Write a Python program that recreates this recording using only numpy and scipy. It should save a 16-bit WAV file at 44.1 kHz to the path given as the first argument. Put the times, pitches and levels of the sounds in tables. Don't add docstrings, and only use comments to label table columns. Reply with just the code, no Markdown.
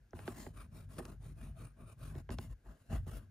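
import sys
import numpy as np
from scipy import signal
from scipy.fft import rfft, irfft
from scipy.io import wavfile
from scipy.ndimage import uniform_filter1d

SR = 44100
rng = np.random.default_rng(int(sys.argv[2]) if len(sys.argv) > 2 else 0)


def convert_level_to_amplitude(level_db):
    exponent = np.asarray(level_db, float) / 20
    return 10 ** exponent


def generate_wav(sig):
    pcm = np.round(np.clip(np.atleast_2d(sig).T, -1, 1) * 32767).astype(np.int16)
    wavfile.write(sys.argv[1], SR, pcm)


N = 145530

# f/Hz, relative level/dB
ROOM_SPECTRUM = [(19, -36), (32, 5.5), (105, -6), (836, -25), (1140, -32), (1640, -19), (1770, -27.5),
                 (3390, -35.5), (7750, -37), (15600, -45)]
ROOM_DB = -70

# t/s, force level/dB, thump level/dB, body level/dB,
# hardness/dB (negative: the treble limit falls by this ratio; positive: treble gain per octave above 1 kHz)
KNOCKS = [(0.1317, -40, -10, 3.5, -13), (.190, -41.5, -15, -4, -4), (0.277, -31.5, -35, 6, -5.5),
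          (.377, -48, -11, -7, -11), (0.4647, -39.5, -3, 4.5, -8), (0.9824, -48.5, -15, 10, 4),
          (.993, -30.5, -28, -6.5, -21.5), (1.001, -38.5, -24, 4, -15.5), (1.0523, -49, -4, 5, 5),
          (2.152, -49.5, 13, 12, -4), (2.2906, -34.5, -3.5, -0.5, -10), (2.304, -42.5, -9, -0.5, 0.5),
          (2.3853, -35.5, 1.5, 0, -0.3), (2.658, -54.5, -22, 4, -13.5), (2.925, -42.5, 17, 5.5, -12.5),
          (3.065, -50, 14.5, 8, -17.5)]
# f/Hz, level/dB, t60/s
BOARD_MODES = [(49.17, -14, 0.28), (96.5, 5, 0.075), (131.3, -1, 0.082), (244, -11.5, 0.1),
               (370, -8, 0.066), (696, -7.5, 0.027), (812, -4, 0.024), (1014, -7, 0.016),
               (1567, -9.5, 0.021), (2300, -46, 0.0076)]

# t/s of the fastest moment, speed-up/s, slow-down/s, speed level/dB, pressure level/dB
STROKES = [(0.191, 0.077, 0.16, -65.5, 12.5), (0.273, 0.03, 0.11, -59.5, 8),
           (0.405, 0.13, 0.16, -60.5, 5.5), (0.602, 0.11, 0.1, -67, 10.5), (0.785, 0.11, 0.11, -68, 8.5),
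           (0.932, 0.066, 0.21, -66.5, 7.5), (0.989, 0.011, 0.034, -56, 12),
           (1.101, 0.24, 0.093, -70, 12.5), (1.256, 0.078, 0.12, -68, 6.5), (1.419, 0.093, 0.17, -70, 11),
           (1.616, 0.086, 0.14, -67.5, 8.5), (1.819, 0.081, 0.067, -77.5, 15.5),
           (1.896, 0.072, 0.079, -70, 8.5), (2.049, 0.1, 0.14, -63, 5.5), (2.197, 0.13, 0.036, -69.5, 14),
           (2.326, 0.042, 0.049, -61.5, 10), (2.429, 0.09, 0.088, -64.5, 5.5),
           (2.527, 0.069, 0.023, -74, 11), (2.679, 0.061, 0.14, -77.5, 17), (2.8, 0.21, 0.63, -80, 7),
           (2.938, 0.067, 0.093, -60.5, 17.5), (3.084, 0.032, 0.24, -65, 11.5),
           (3.168, 0.13, 0.048, -64.5, 2)]
# t/s, level/dB
HAND_LOAD = [(0, -59), (.12, -86), (.15, -47), (.3, -51), (.4, -58), (.48, -52), (.85, -51), (1.3, -49.5),
             (1.66, -49.5), (1.76, -65), (1.83, -49.5), (1.96, -58.5), (2.04, -47), (2.16, -45.5),
             (2.27, -60), (2.31, -47), (2.42, -47), (2.53, -48), (2.62, -81.5), (2.69, -48.5), (2.78, -68),
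             (2.85, -75), (2.93, -40.5), (3.0, -35.5), (3.05, -49), (3.1, -41.5), (3.19, -49), (3.24, -59),
             (3.3, -55.5)]
# t/s, level/dB gained below LEGS_HZ and lost above TABLE_HZ
LEAN = [(1.5, 0), (2.1, -3.5), (2.35, 0.5), (2.85, 1), (3.0, 5), (3.25, 2.5)]
# t/s, ring level/dB, pitch shift of the ring/%
PEN_TILT = [(.3, -1, 2), (.42, -24, -3), (.6, 7.5, -2.5), (.95, -3, 1), (1.26, 0.5, 0.5), (1.6, 5, -0.5),
            (1.85, 10.5, -1), (2.08, 0, 0.5), (2.2, -9, 8), (2.7, -12.5, 8), (3.3, -6, 16)]
# f/Hz, width/Hz, level/dB
PEN_MODES = [(1250, 540, -6.5), (2452, 430, -11), (3830, 790, -24), (9390, 1300, -10.5)]
# f/Hz, relative level/dB per Hz
HISS_SPECTRUM = [(1500, -8), (2300, 0), (3200, 1), (5500, -1), (6900, -5.5), (8500, 3.5), (11500, -3.5),
                 (15600, -6)]
SCRAPE_SPECTRUM = [(140, -8.5), (230, -1), (284, -3.5), (554, -10), (661, -5), (734, -15), (850, -12.5),
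                   (954, -17.5), (1040, -12.5), (1290, -17.5), (1920, -20.5), (2500, -43), (2800, -28),
                   (3300, -43)]
RUMBLE_SPECTRUM = [(22, -31), (36, -14.5), (48, 12), (66, -4), (89, 3.5), (110, 3), (128, -3), (150, -1.5),
                   (178, -16), (242, -18.5), (340, -45)]

# f/Hz, likeness (0 to 1)
BASS_LIKENESS = [(30, .985), (120, .97), (250, .94)]
LIKENESS = [(600, 0.51), (1500, 0.51), (4000, 0.5), (8000, 0.86), (11000, 0.82), (15000, 0.31)]
# f/Hz, phase/rad
LEFT_LEAD = [(300, 0), (1300, -.4), (3000, .8), (6600, 1), (8000, 2.6), (10500, .3), (15000, 0)]
# f/Hz, level/dB
BALANCE = [(60, 1.5), (380, 0), (1300, 2.5), (4400, 2), (15000, 0)]

FLICK_S, FLICK_DB, FLICK_HZ = .1085, -59.5, 5900

KNOCK_SAMPLES = 9000
THUMP_BELOW_HZ, BODY_BELOW_HZ = 200, 500
SCATTER_DB, DETUNE = 1.5, .012
SPREAD_S, SPREAD_HZ = 0.002067, 446
FRONT_DB, FRONT_LOW_HZ, ECHO_S = 2.5, 240, 0.0023
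DULL_HZ, TICK_DB = 8800, -26

GRIT_PER_S, GRIT_DB, GRIT_SHARE = 3000, 2.5, .25
JUDDER_DB = 1.8
PLACE_DB, PLACE_BINS, PLACE_FRAMES = 3, 3, 30
HISS_ROUNDNESS, SCRAPE_ROUNDNESS = 3, 2.58
RASP_HZ, RASP_WIDTH_HZ, RASP_DB = 7200, 1800, -14.5
SHAKE_DB = -5.5
TABLE_HZ, LEGS_HZ = 110.3, 63.4

LOW_CUT_HZ = 32


def evened(x):
    return x / np.sqrt(np.mean(x ** 2) + 1e-20)


def read(points, hz):
    f, value = np.transpose(points)
    return np.interp(np.log(hz + 1), np.log(f + 1), value)


def curve(points):
    return np.interp(np.arange(N) / SR, *np.transpose(points))


def coloured(x, points):
    hz = np.fft.rfftfreq(N, 1 / SR)
    inside = (hz > points[0][0]) & (hz < points[-1][0])
    return evened(irfft(rfft(x) * convert_level_to_amplitude(read(points, hz)) * inside, N))


def room():
    return convert_level_to_amplitude(ROOM_DB) * coloured(rng.standard_normal((2, N)), ROOM_SPECTRUM)


def flick():
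    t = np.arange(N) / SR - FLICK_S
    return convert_level_to_amplitude(FLICK_DB) * np.exp(-(t / 0.00029) ** 2) * np.sin(2 * np.pi * FLICK_HZ * t)


def board_ring(t, thump_db, body_db):
    hz, db, t60 = np.transpose(BOARD_MODES)[:, :, None]
    level_chance, pitch_chance = np.split(rng.standard_normal((2, len(BOARD_MODES), 2)), 2, axis=2)
    late = np.maximum(t - SPREAD_S * np.sqrt(SPREAD_HZ / hz), 0)
    group_db = np.where(hz < THUMP_BELOW_HZ, thump_db, body_db * (hz < BODY_BELOW_HZ))
    level = convert_level_to_amplitude(db + group_db + SCATTER_DB * np.tanh(level_chance))
    envelope = np.minimum(late * hz, 1) * convert_level_to_amplitude(-60 * late / t60)
    pitch = hz * (1 + DETUNE * pitch_chance)
    return (level * envelope * np.sin(2 * np.pi * pitch * late)).sum(1)


def wave_front(t, f):
    copies = (t == 0) + 0.29 * rng.standard_normal((2, len(t))) * np.exp(-t / ECHO_S)
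    delay = np.exp(-4j * np.pi * SPREAD_S * np.sqrt(SPREAD_HZ * f))
    colour = f ** 2 / (f ** 2 + FRONT_LOW_HZ ** 2) / (1 + f / 700)
    return convert_level_to_amplitude(FRONT_DB) * 10 * delay * colour * rfft(copies)


def knock(force_db, thump_db, body_db, hard_db):
    t, f = np.arange(KNOCK_SAMPLES) / SR, np.fft.rfftfreq(KNOCK_SAMPLES, 1 / SR)
    both = rfft(board_ring(t, thump_db, body_db)) + wave_front(t, f)
    u = f / (DULL_HZ * convert_level_to_amplitude(min(hard_db, 0)))
    dulling = (1 - u ** 2 + np.sqrt(2) * 1j * u) ** 2
    gain = convert_level_to_amplitude(max(hard_db, 0) * np.log2(np.maximum(f / 1000, 1)))
    return convert_level_to_amplitude(force_db) * irfft(both * (gain / dulling + convert_level_to_amplitude(TICK_DB)), len(t))


def motion(roundness, pressed):
    t, power = np.arange(N) / SR, np.zeros(N)
    for top, rise, fall, speed_db, press_db in STROKES:
        u = np.clip((t - top) / np.where(t < top, rise, fall), -1, 1)
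        arch = np.abs(np.cos(np.pi * u / 2)) ** roundness
        power += (convert_level_to_amplitude(speed_db + pressed * press_db) * arch) ** 2
    return np.sqrt(power)


def friction():
    height = convert_level_to_amplitude(GRIT_DB * np.minimum(rng.exponential(1, N), 5))
    grit = height * (rng.random(N) < GRIT_PER_S / SR)
    noise, sign = rng.standard_normal((2, 2, N))
    wander = uniform_filter1d(rng.standard_normal(N), size=300)
    judder = evened(uniform_filter1d(wander, size=300))
    return convert_level_to_amplitude(JUDDER_DB * judder) * ((1 - GRIT_SHARE) * noise + GRIT_SHARE * evened(grit * sign))


def placed(x):
    z = signal.stft(x, nperseg=512, noverlap=384)[2]
    field = rng.standard_normal(z.shape[:0:-1]).T
    field = uniform_filter1d(field, size=PLACE_BINS, axis=0)
    field = uniform_filter1d(field, size=PLACE_FRAMES, axis=1)
    return evened(signal.istft(z * convert_level_to_amplitude(PLACE_DB * evened(field)), nperseg=512, noverlap=384)[1][:, :N])


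def band(x, hz, width_hz):
    turn = np.exp(2j * np.pi * np.cumsum(hz * np.ones(N)) / SR)
    r = np.exp(-np.pi * width_hz / SR)
    return evened((turn * signal.lfilter([1], [1, -2 * r, r * r], x / turn)).real)


def tip_sound(force):
    t, ring_db, shift = np.transpose(PEN_TILT)
    ring_db, shift = curve(np.transpose([t, ring_db])), curve(np.transpose([t, shift]))
    ring = sum(convert_level_to_amplitude(db) * band(force, f * (1 + shift / 100), w) for f, w, db in PEN_MODES)
    rasp = convert_level_to_amplitude(RASP_DB - ring_db / 2) * band(force, RASP_HZ, RASP_WIDTH_HZ)
    return motion(HISS_ROUNDNESS, pressed=0) * (coloured(force, HISS_SPECTRUM) + convert_level_to_amplitude(ring_db) * ring + rasp)


def table_rumble(raw, scrape_level):
    hz = np.fft.rfftfreq(N, 1 / SR)
    rumble = coloured(raw, RUMBLE_SPECTRUM)
    upper = irfft(rfft(rumble) * (hz > TABLE_HZ), N)
    lower = irfft(rfft(rumble) * (hz < LEGS_HZ), N)
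    deeper = convert_level_to_amplitude(curve(LEAN))
    weight = np.hypot(convert_level_to_amplitude(curve(HAND_LOAD)), convert_level_to_amplitude(SHAKE_DB) * scrape_level)
    return weight * (rumble + (1 / deeper - 1) * upper + (deeper - 1) * lower)


def rubbing():
    raw = friction()
    force = placed(raw)
    scrape_level = motion(SCRAPE_ROUNDNESS, pressed=0.91)
    scrape = scrape_level * coloured(force, SCRAPE_SPECTRUM)
    return tip_sound(force) + scrape + table_rumble(raw, scrape_level)


def scene():
    mix = room() + flick() + rubbing()
    for s, *how in KNOCKS:
        part = mix[:, round(s * SR):][:, :KNOCK_SAMPLES]
        part += knock(*how)[:, :part.shape[1]]
    return mix


def low_pass(x):
    return signal.sosfilt(signal.butter(12, 16390, fs=SR, output="sos"), x)


def record(dry):
    hz = np.fft.rfftfreq(2 * N, 1 / SR)
    a, b = rfft(np.hstack([dry, dry[:, ::-1]]))
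    same = np.clip(read(BASS_LIKENESS + LIKENESS, hz), 0, 1)
    tilt = convert_level_to_amplitude(read(BALANCE, hz) / 2)
    right = same * a * np.exp(-1j * read(LEFT_LEAD, hz)) + np.sqrt(1 - same ** 2) * b
    low_cut = 1 / np.sqrt(1 + (LOW_CUT_HZ / (hz + 1)) ** 8)
    return low_pass(irfft(np.array([a * tilt, right / tilt]) * low_cut, 2 * N)[:, :N])


dry = scene()
out = record(dry)
generate_wav(out)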